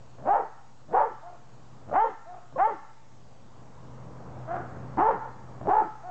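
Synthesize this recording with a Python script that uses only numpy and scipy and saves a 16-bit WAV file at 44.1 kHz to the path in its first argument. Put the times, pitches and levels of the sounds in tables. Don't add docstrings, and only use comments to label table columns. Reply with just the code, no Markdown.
import sys
import numpy as np
from scipy import signal
from scipy.io import wavfile
from scipy.ndimage import uniform_filter1d

SR = 44100
rng = np.random.default_rng(int(sys.argv[2]) if len(sys.argv) > 2 else 0)


def elevation(decibels):
    levels = np.asarray(decibels, float)
    return 10 ** (levels / 20)


def generate_wav(sig):
    pcm = np.round(np.clip(np.atleast_2d(sig).T, -1, 1) * 32767).astype(np.int16)
    wavfile.write(sys.argv[1], SR, pcm)


N = 269010


def evened(x):
    return x / np.sqrt(np.mean(x ** 2) + 1e-20)


def read(points, hz):
    f, value = np.transpose(points)
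    return np.interp(np.log(hz + 1), np.log(f + 1), value)


def add(mix, start_s, sound):
    part = mix[round(start_s * SR):][:len(sound)]
    part += sound[:len(part)]


def drift(count, smooth_s):
    span = max(int(smooth_s * SR), 2)
    return evened(uniform_filter1d(uniform_filter1d(rng.standard_normal(count), span), span))


def noise(spectrum, patchy_db):
    hz = np.fft.rfftfreq(1024, 1 / SR)
    real, imaginary, patches = rng.standard_normal((N // 256 + 5, 513, 3)).T
    patches = evened(uniform_filter1d(uniform_filter1d(patches, 8, 0), 16, 1))
    z = (real + 1j * imaginary) * elevation(read(spectrum, hz)[:, None] + patchy_db * patches)
    return evened(signal.istft(z, nperseg=1024, noverlap=768)[1][:N])


# start_s, gain_db
DUCKS = [
    (0, -17.5),
    (0.311, -26),
    (0.981, -23),
    (1.982, -26),
    (2.632, -25),
    (5.028, -13),
    (5.719, -20.5),
]
DUCK_S, GAIN_HOLD_S, RECOVER_DB_PER_S, FULL_GAIN_DB, KNEE_DB = .06, 0.13, 13, -4.5, 4.5


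def camera_db(t):
    tick_s = .005
    clock = np.arange(0, N / SR + 1, tick_s)
    s, low_db = np.transpose(DUCKS)
    last = np.maximum(np.searchsorted(s, clock, "right") - 1, 0)
    climb_db = low_db[last] + RECOVER_DB_PER_S * np.maximum(clock - s[last] - GAIN_HOLD_S, 0)
    eased_db = FULL_GAIN_DB - KNEE_DB * np.logaddexp(0, (FULL_GAIN_DB - climb_db) / KNEE_DB)
    return np.interp(t, clock, uniform_filter1d(eased_db, int(DUCK_S / tick_s) + 1))


# pitch_hz, level_db
TRAFFIC = [(15, -53.5), (25, -42.5), (54, -19.5), (90, 5), (125, -5), (157, 2.5), (331, -5.5), (383, -9),
           (452, -4), (1120, -9.5), (2270, -30), (3500, -43), (4550, -73), (7700, -120)]
TRAFFIC_DB = -38


def traffic():
    return elevation(TRAFFIC_DB) * noise(TRAFFIC, patchy_db=1.2)


HUM_HZ, HUM_DB = 125.1, -36.5


def hum():
    turn = 2 * np.pi * np.cumsum(HUM_HZ * (1 + 0.0041 * drift(N, 0.45))) / SR
    return elevation(HUM_DB + 2.2 * drift(N, .025)) * np.sin(turn)


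# pitch_hz, level_db
HISS = [(30, 2.5), (1000, 6.5), (3500, 0.4), (7000, 0.34), (7800, -2.5), (8400, -13), (9000, -44),
        (9600, -62)]
HISS_DB = -66


def hiss():
    return elevation(HISS_DB) * noise(HISS, patchy_db=-1.46)


# pitch_hz, level_db
WHINE = [(2665, -92), (3112, -96), (6665, -81.5)]


def whine(t):
    return sum(elevation(db - 1.0) * np.sin(2 * np.pi * hz * t) for hz, db in WHINE)


def resonate(x, hz, width):
    turn, r = np.exp(2j * np.pi * np.cumsum(hz) / SR), np.exp(-np.pi * width / SR)
    return 2 * (turn * signal.lfilter([1 - r], [1, -r], x * turn.conj() + 1e-18)).real


BRIGHT_PER_DB = -0.37
TOP_FOLLOWS_PITCH, HALF_LATE_S = .7, .03


def voice(rows, throat, rough, stress=0, every=3, edge=0.026, facing_db=0, half_db=-60, slack_hz=385):
    s, loud_db, hz, throat_hz, chest_db = np.transpose(rows)
    top_s = s[np.argmax(hz)]
    t = np.arange(s[0], s[-1], 1 / SR)
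    loud_db, hz, throat_hz, chest_db = (np.interp(t, s, c) for c in (loud_db, hz, throat_hz, chest_db))

    closing = np.clip((t - top_s) / .03, 0, 1)
    rough = rough * (1 + closing) + .22 * closing + .85 * np.clip(1 - hz / slack_hz, 0, 1)
    turns = np.cumsum(hz * (1 + .2 * rough * drift(len(t), .003))) / SR
    folds = sum(np.cos(2 * np.pi * k * turns) * np.exp(-(k * hz / 3600) ** 4) for k in range(1, 24))
    folds = folds * (1 + 1.2 * rough * drift(len(t), .002))
    strain = np.clip((hz - 390) / 45 + closing, 0, 1)
    folds = folds * (1 + stress * strain * np.cos(2 * np.pi * turns / every))
    puffs = (0.97 + np.exp(-(turns % 1) / 0.37)) * rng.standard_normal(len(t))
    drive = folds + 7 * rough * puffs

    mouth = throat_hz / throat[0][0]
    shifts = [mouth] + [np.sqrt(mouth)] * (len(throat) - 2) + [(hz / hz.max()) ** TOP_FOLLOWS_PITCH]
    out = 0
    for k, (f, width, db) in enumerate(throat):
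        bright_db = (k > 0) * BRIGHT_PER_DB * (loud_db - loud_db.max())
        ring = resonate(resonate(drive, f * shifts[k], width), f * shifts[k], width)
        out = out + (-1) ** k * elevation(db + k * facing_db / 2 + bright_db) * ring
    out = out / np.sqrt(abs(uniform_filter1d(out ** 2, 1300)) + 1e-6)

    late = np.clip((t - top_s - HALF_LATE_S) / HALF_LATE_S, 0, 1)
    half_pitch = elevation(half_db) * late * np.sin(np.pi * turns)
    body = sum(np.sin(2 * np.pi * k * turns) * np.exp(-((k - 1) * hz / 260) ** 2) for k in (1, 2, 3))
    chest = elevation(chest_db + 3 + 5 * rough * drift(len(t), .003)) * (half_pitch + body)
    return s[0], (elevation(loud_db) * out + chest) / elevation(camera_db(t)) * signal.windows.tukey(len(t), edge)


GROWL_SURGE_DB, GROWL_SURGE_S, GROWL_THROAT_HZ, GROWL_CHEST_DB, GROWL_CURL = 25.5, 0.014, 600, -1.5, 1.5


def growl_shape(start, end, low_hz, high_hz, loud_db):
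    u = np.linspace(0, 1, 41)
    t = start + (end - start) * u
    surge_db = GROWL_SURGE_DB * np.exp((t - end) / GROWL_SURGE_S)
    hz = low_hz + (high_hz - low_hz) * u ** GROWL_CURL
    chest_db = loud_db + GROWL_CHEST_DB + surge_db / 2
    return np.transpose([t, loud_db + surge_db, hz, GROWL_THROAT_HZ + 0 * u, chest_db])


# pitch_hz, width_hz, level_db
THROAT = [(858, 286, 19.5), (1327, 1145, -9), (2186, 180, -15.5), (3150, 180, -32.5)]
# start_s, end_s, low_pitch_hz, high_pitch_hz, level_db
GROWLS = [
    (0.179, 0.264, 118, 223.6, -50.5),
    (0.884, 0.93, 134.7, 221, -53),
    (1.876, 1.935, 87.3, 174, -46.5),
    (2.517, 2.584, 115.6, 237, -56),
    (5.605, 5.678, 117.6, 200, -45),
]


def growls():
    out = np.zeros(N)
    for row in GROWLS:
        add(out, *voice(growl_shape(*row), THROAT, .2, edge=.12))
    return out


BARK_S, ATTACK_DB, HOLD_SAG_DB_PER_S = .22, 19.5, 14.5
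PITCH_FALL_HZ, PITCH_FALL_S, PITCH_FALL_SHAPE = 190, .1, 1.7
CHEST_HOLD_S, CHEST_FADE_DB_PER_S = 0.15, 402
OPEN_S, PUNCH_S = 0.019, 0.022


def bark_shape(pitch, effort, attack_s, punch_db, shut):
    start, low_hz, aim_hz, rise_s, turn_s = pitch
    loud_db, hold_s, fade, chest_db, open_hz = effort
    u = np.linspace(0, BARK_S, 111)
    hz = aim_hz - (aim_hz - low_hz) * np.exp(-u / rise_s)
    hz = hz - PITCH_FALL_HZ * (np.maximum(u - turn_s, 0) / PITCH_FALL_S) ** PITCH_FALL_SHAPE
    attack_db = -ATTACK_DB * np.maximum(1 - u / attack_s, 0)
    loud_db = loud_db + attack_db - HOLD_SAG_DB_PER_S * u - fade * np.maximum(u - hold_s, 0)
    chest_db = chest_db + punch_db * np.exp(-(u / PUNCH_S) ** 2 / 2) + attack_db / 2
    chest_db = chest_db - CHEST_FADE_DB_PER_S * np.maximum(u - CHEST_HOLD_S, 0)
    throat_hz = open_hz * (1 - (1 - shut) * np.exp(-(u / OPEN_S) ** 2 / 2))
    return np.transpose([start + u, loud_db, hz, throat_hz, chest_db])


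FALSE_PEAK_SHARE, FALSE_ENDS_DB, FALSE_CURL = 0.18, -13.5, 1.857


def false_shape(start, length, first_hz, last_hz, peak_db):
    u = np.linspace(0, 1, 41)
    dip = np.interp(u, [0, FALSE_PEAK_SHARE, 1], [1, 0, 1])
    hz = first_hz + (last_hz - first_hz) * u ** FALSE_CURL
    return np.transpose([start + length * u, hz, peak_db + FALSE_ENDS_DB * dip])


def false_folds(rows):
    s, hz, level_db = np.transpose(rows)
    t = np.arange(s[0], s[-1], 1 / SR)
    turn = 2 * np.pi * np.cumsum(np.interp(t, s, hz) * (1 + 0.03 * drift(len(t), 0.0039))) / SR
    tone = np.sin(turn) + 0.45 * np.sin(2 * turn) + 0.035 * np.sin(3 * turn)
    level = elevation(np.interp(t, s, level_db) + 5 - camera_db(t))
    return s[0], level * tone * signal.windows.tukey(len(t), .4)


def slaps(x, taps):
    out = np.append(x, np.zeros(SR // 2))
    for delay_s, db in taps:
        add(out, delay_s, elevation(db) * x)
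    return out


# pitch_hz, t60_s
YARD = [(200, 0.64), (500, 0.33), (900, 0.75), (1400, 0.62), (2200, 0.88), (4000, 0.52)]
# pitch_hz, level_db
YARD_COLOUR = [(300, -1), (900, -4.5), (1400, 7.5), (2100, 2.5), (3000, -4.5)]


def yard(x, start_s):
    taps = np.zeros(SR)
    at = np.arange(0, SR - 40, 40)
    at_random = at + rng.integers(0, 40, len(at))
    taps[at_random] = rng.choice([-1., 1.], len(at)) * rng.exponential(1, len(at))
    hz, t, z = signal.stft(taps, SR, nperseg=256)
    fade_db = read(YARD_COLOUR, hz)[:, None] - 60 * t / read(YARD, hz)[:, None]
    tail = signal.istft(z * elevation(fade_db) * (t > start_s), SR, nperseg=256)[1]
    return signal.fftconvolve(x, tail / np.linalg.norm(tail))


# start_s, start_pitch_hz, aim_pitch_hz, rise_s, turn_after_s
BARKS = [
    (.254, 190, 467.5, 0.04, 0.13),
    (.925, 239.8, 457.1, 0.025, 0.14),
    (1.93, 177.4, 481.9, 0.041, 0.11),
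    (2.575, 256.8, 488.7, 0.051, 0.088),
    (4.968, 175.9, 474.7, .04, .12),
    (5.676, 200, 451, 0.028, 0.12),
]
# level_db, hold_s, fade_db_per_s, chest_db, open_throat_hz
EFFORT = [(-20.5, .1, 230, -35, 738), (-20.5, 0.097, 330.5, -37.5, 816), (-19.5, 0.083, 220, -37, 810),
          (-20, 0.083, 277.5, -39.5, 823), (-20, 0.12, 300, -31, 812), (-20.5, 0.12, 295, -35, 800)]
ATTACKS_S = [0.031, .024, 0.021, 0.021, 0.021, 0.017]
# chest_punch_db, starting_throat (share of open), half_pitch_db
COLOUR = [(2, 0.76, -10.5), (4, 0.82, -14), (0, 0.83, -15), (0.5, 0.83, -16), (7.5, .98, 2), (2, .98, -8)]
TEMPER = [(.14, .7, 3), (.22, .8, 3), (.07, .0, 3), (.04, .0, 3), (.17, .4, 3), (.22, .75, 7)]
FACING_DB = [2, 3, 9.5, 9.5, 3, -1.5]
# start_s, length_s, first_pitch_hz, last_pitch_hz, peak_db
FALSE_FOLDS = [(.35, 0.07, 553, 414, -32), (0.984, .11, 593.4, 383, -29.5),
               (2.034, 0.053, 559.4, 391, -30.5), (2.669, 0.033, 540.5, 600, -29.5),
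               (5.071, .09, 556.5, 368.5, -29.5), (5.75, .11, 524, 330, -37.5)]
# delay_s, level_db
EARLY = [(.0075, -12.5), (.012, -10), (.0175, -16.5), (.03, -15)]
# fence_delay_s, fence_db, house_delay_s, house_db
WALLS = [(0.041, -9, .16, -42), (0.12, -29.5, 0.058, -18.5), (0.03, -8, 0.8, -29.5), (.08, -22, 0.26, -56),
         (0.07, -13, 0.17, -17), (0.036, -18.5, 0.17, -28)]
YARD_DB = [-16.5, -17.5, -17, -16.5, -11, -14]
WALL_LOW_HZ = 620


def barks():
    out = np.zeros(N)
    each = zip(BARKS, EFFORT, ATTACKS_S, COLOUR, TEMPER, FACING_DB, FALSE_FOLDS, WALLS, YARD_DB)
    for pitch, effort, attack_s, colour, temper, facing_db, second, walls, yard_db in each:
        punch_db, shut, half_db = colour
        fence_s, fence_db, house_s, house_db = walls
        shape = bark_shape(pitch, effort, attack_s, punch_db, shut)
        s, bark = voice(shape, THROAT, *temper, edge=0.07, facing_db=facing_db, half_db=half_db)
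        false_s, tone = false_folds(false_shape(*second))
        add(bark, false_s - s, tone)
        moved = [(delay_s * rng.uniform(.8, 1.25), db) for delay_s, db in EARLY]
        add(out, s, slaps(bark, moved))
        thin = signal.lfilter(*signal.butter(2, WALL_LOW_HZ, "high", fs=SR), bark)
        add(out, s + fence_s, elevation(fence_db) * thin)
        add(out, s + house_s, elevation(house_db) * thin)
        add(out, s, elevation(yard_db) * yard(bark, .015))
    return out


# start_s, length_s, first_pitch_hz, last_pitch_hz, peak_db
CATCHES = [
    (.93, 0.062, 450, 580, -24),
    (1.908, 0.036, 591, 610, -39),
    (2.555, .04, 527, 570, -33.5),
    (5.676, .026, 401, 430, -26),
]


def catches():
    out = np.zeros(N)
    for row in CATCHES:
        s, tone = false_folds(false_shape(*row))
        add(out, s, slaps(tone, EARLY))
    return out


FAR_ARCH_SHARE, FAR_ENDS_DB, FAR_SKEW, FAR_SETTLE = 0.18, -12.5, .8, 0.45


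def far_shape(start, length, loud_db, top_hz, chest_db):
    u = np.linspace(0, 1, 41) ** FAR_SKEW
    dip = 1 - np.sin(np.pi * u)
    hz = top_hz * (1 - FAR_ARCH_SHARE * dip * np.where(u > .5, FAR_SETTLE, 1))
    t = start + length * u ** (1 / FAR_SKEW)
    return np.transpose([t, loud_db + FAR_ENDS_DB * dip, hz, hz * 2, chest_db + 0 * u])


# start_s, length_s, level_db, top_pitch_hz, chest_db
FAR_BARKS = [
    (1.217, .16, -48.5, 356.7, -68),
    (2.252, 0.16, -47, 361, -67),
    (4.469, .16, -35, 354.9, -50.5),
    (6.025, .15, -43, 368.5, -63.5),
]
# pitch_hz, width_hz, level_db
FAR_THROAT = [(680, 208, 3), (1198, 256, -12.5), (1550, 406, -22)]
# roughness (0-1), upper_resonances_db
FAR_TEMPER = [(.06, 0), (.06, -1), (.26, 7), (.07, 4)]


def far_dog():
    out = np.zeros(N)
    for row, (rough, facing_db) in zip(FAR_BARKS, FAR_TEMPER):
        s, bark = voice(far_shape(*row), FAR_THROAT, rough, edge=.25, facing_db=facing_db, slack_hz=310)
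        add(out, s, elevation(4.5) * bark)
        add(out, s, elevation(-5.5) * yard(bark, .012))
    return out


def scene():
    return (traffic() + hum() + growls() + barks() + catches() + far_dog())[None]


def band_limit(x):
    return signal.sosfilt(signal.butter(12, 8880, fs=SR, output="sos"), x)


CEILING, OFFSET = .25, -.0055


def record(dry):
    t = np.arange(N) / SR
    x = dry * elevation(camera_db(t))
    swing = uniform_filter1d(abs(signal.hilbert(x)), size=60)
    x = x / (1 + (swing / CEILING) ** 4) ** .25
    sag = uniform_filter1d(x ** 2, size=900, origin=400)
    x = x - .2 * x ** 2 - .55 * sag + OFFSET
    return band_limit(x + hiss() + whine(t))


dry = scene()
out = record(dry)
generate_wav(out)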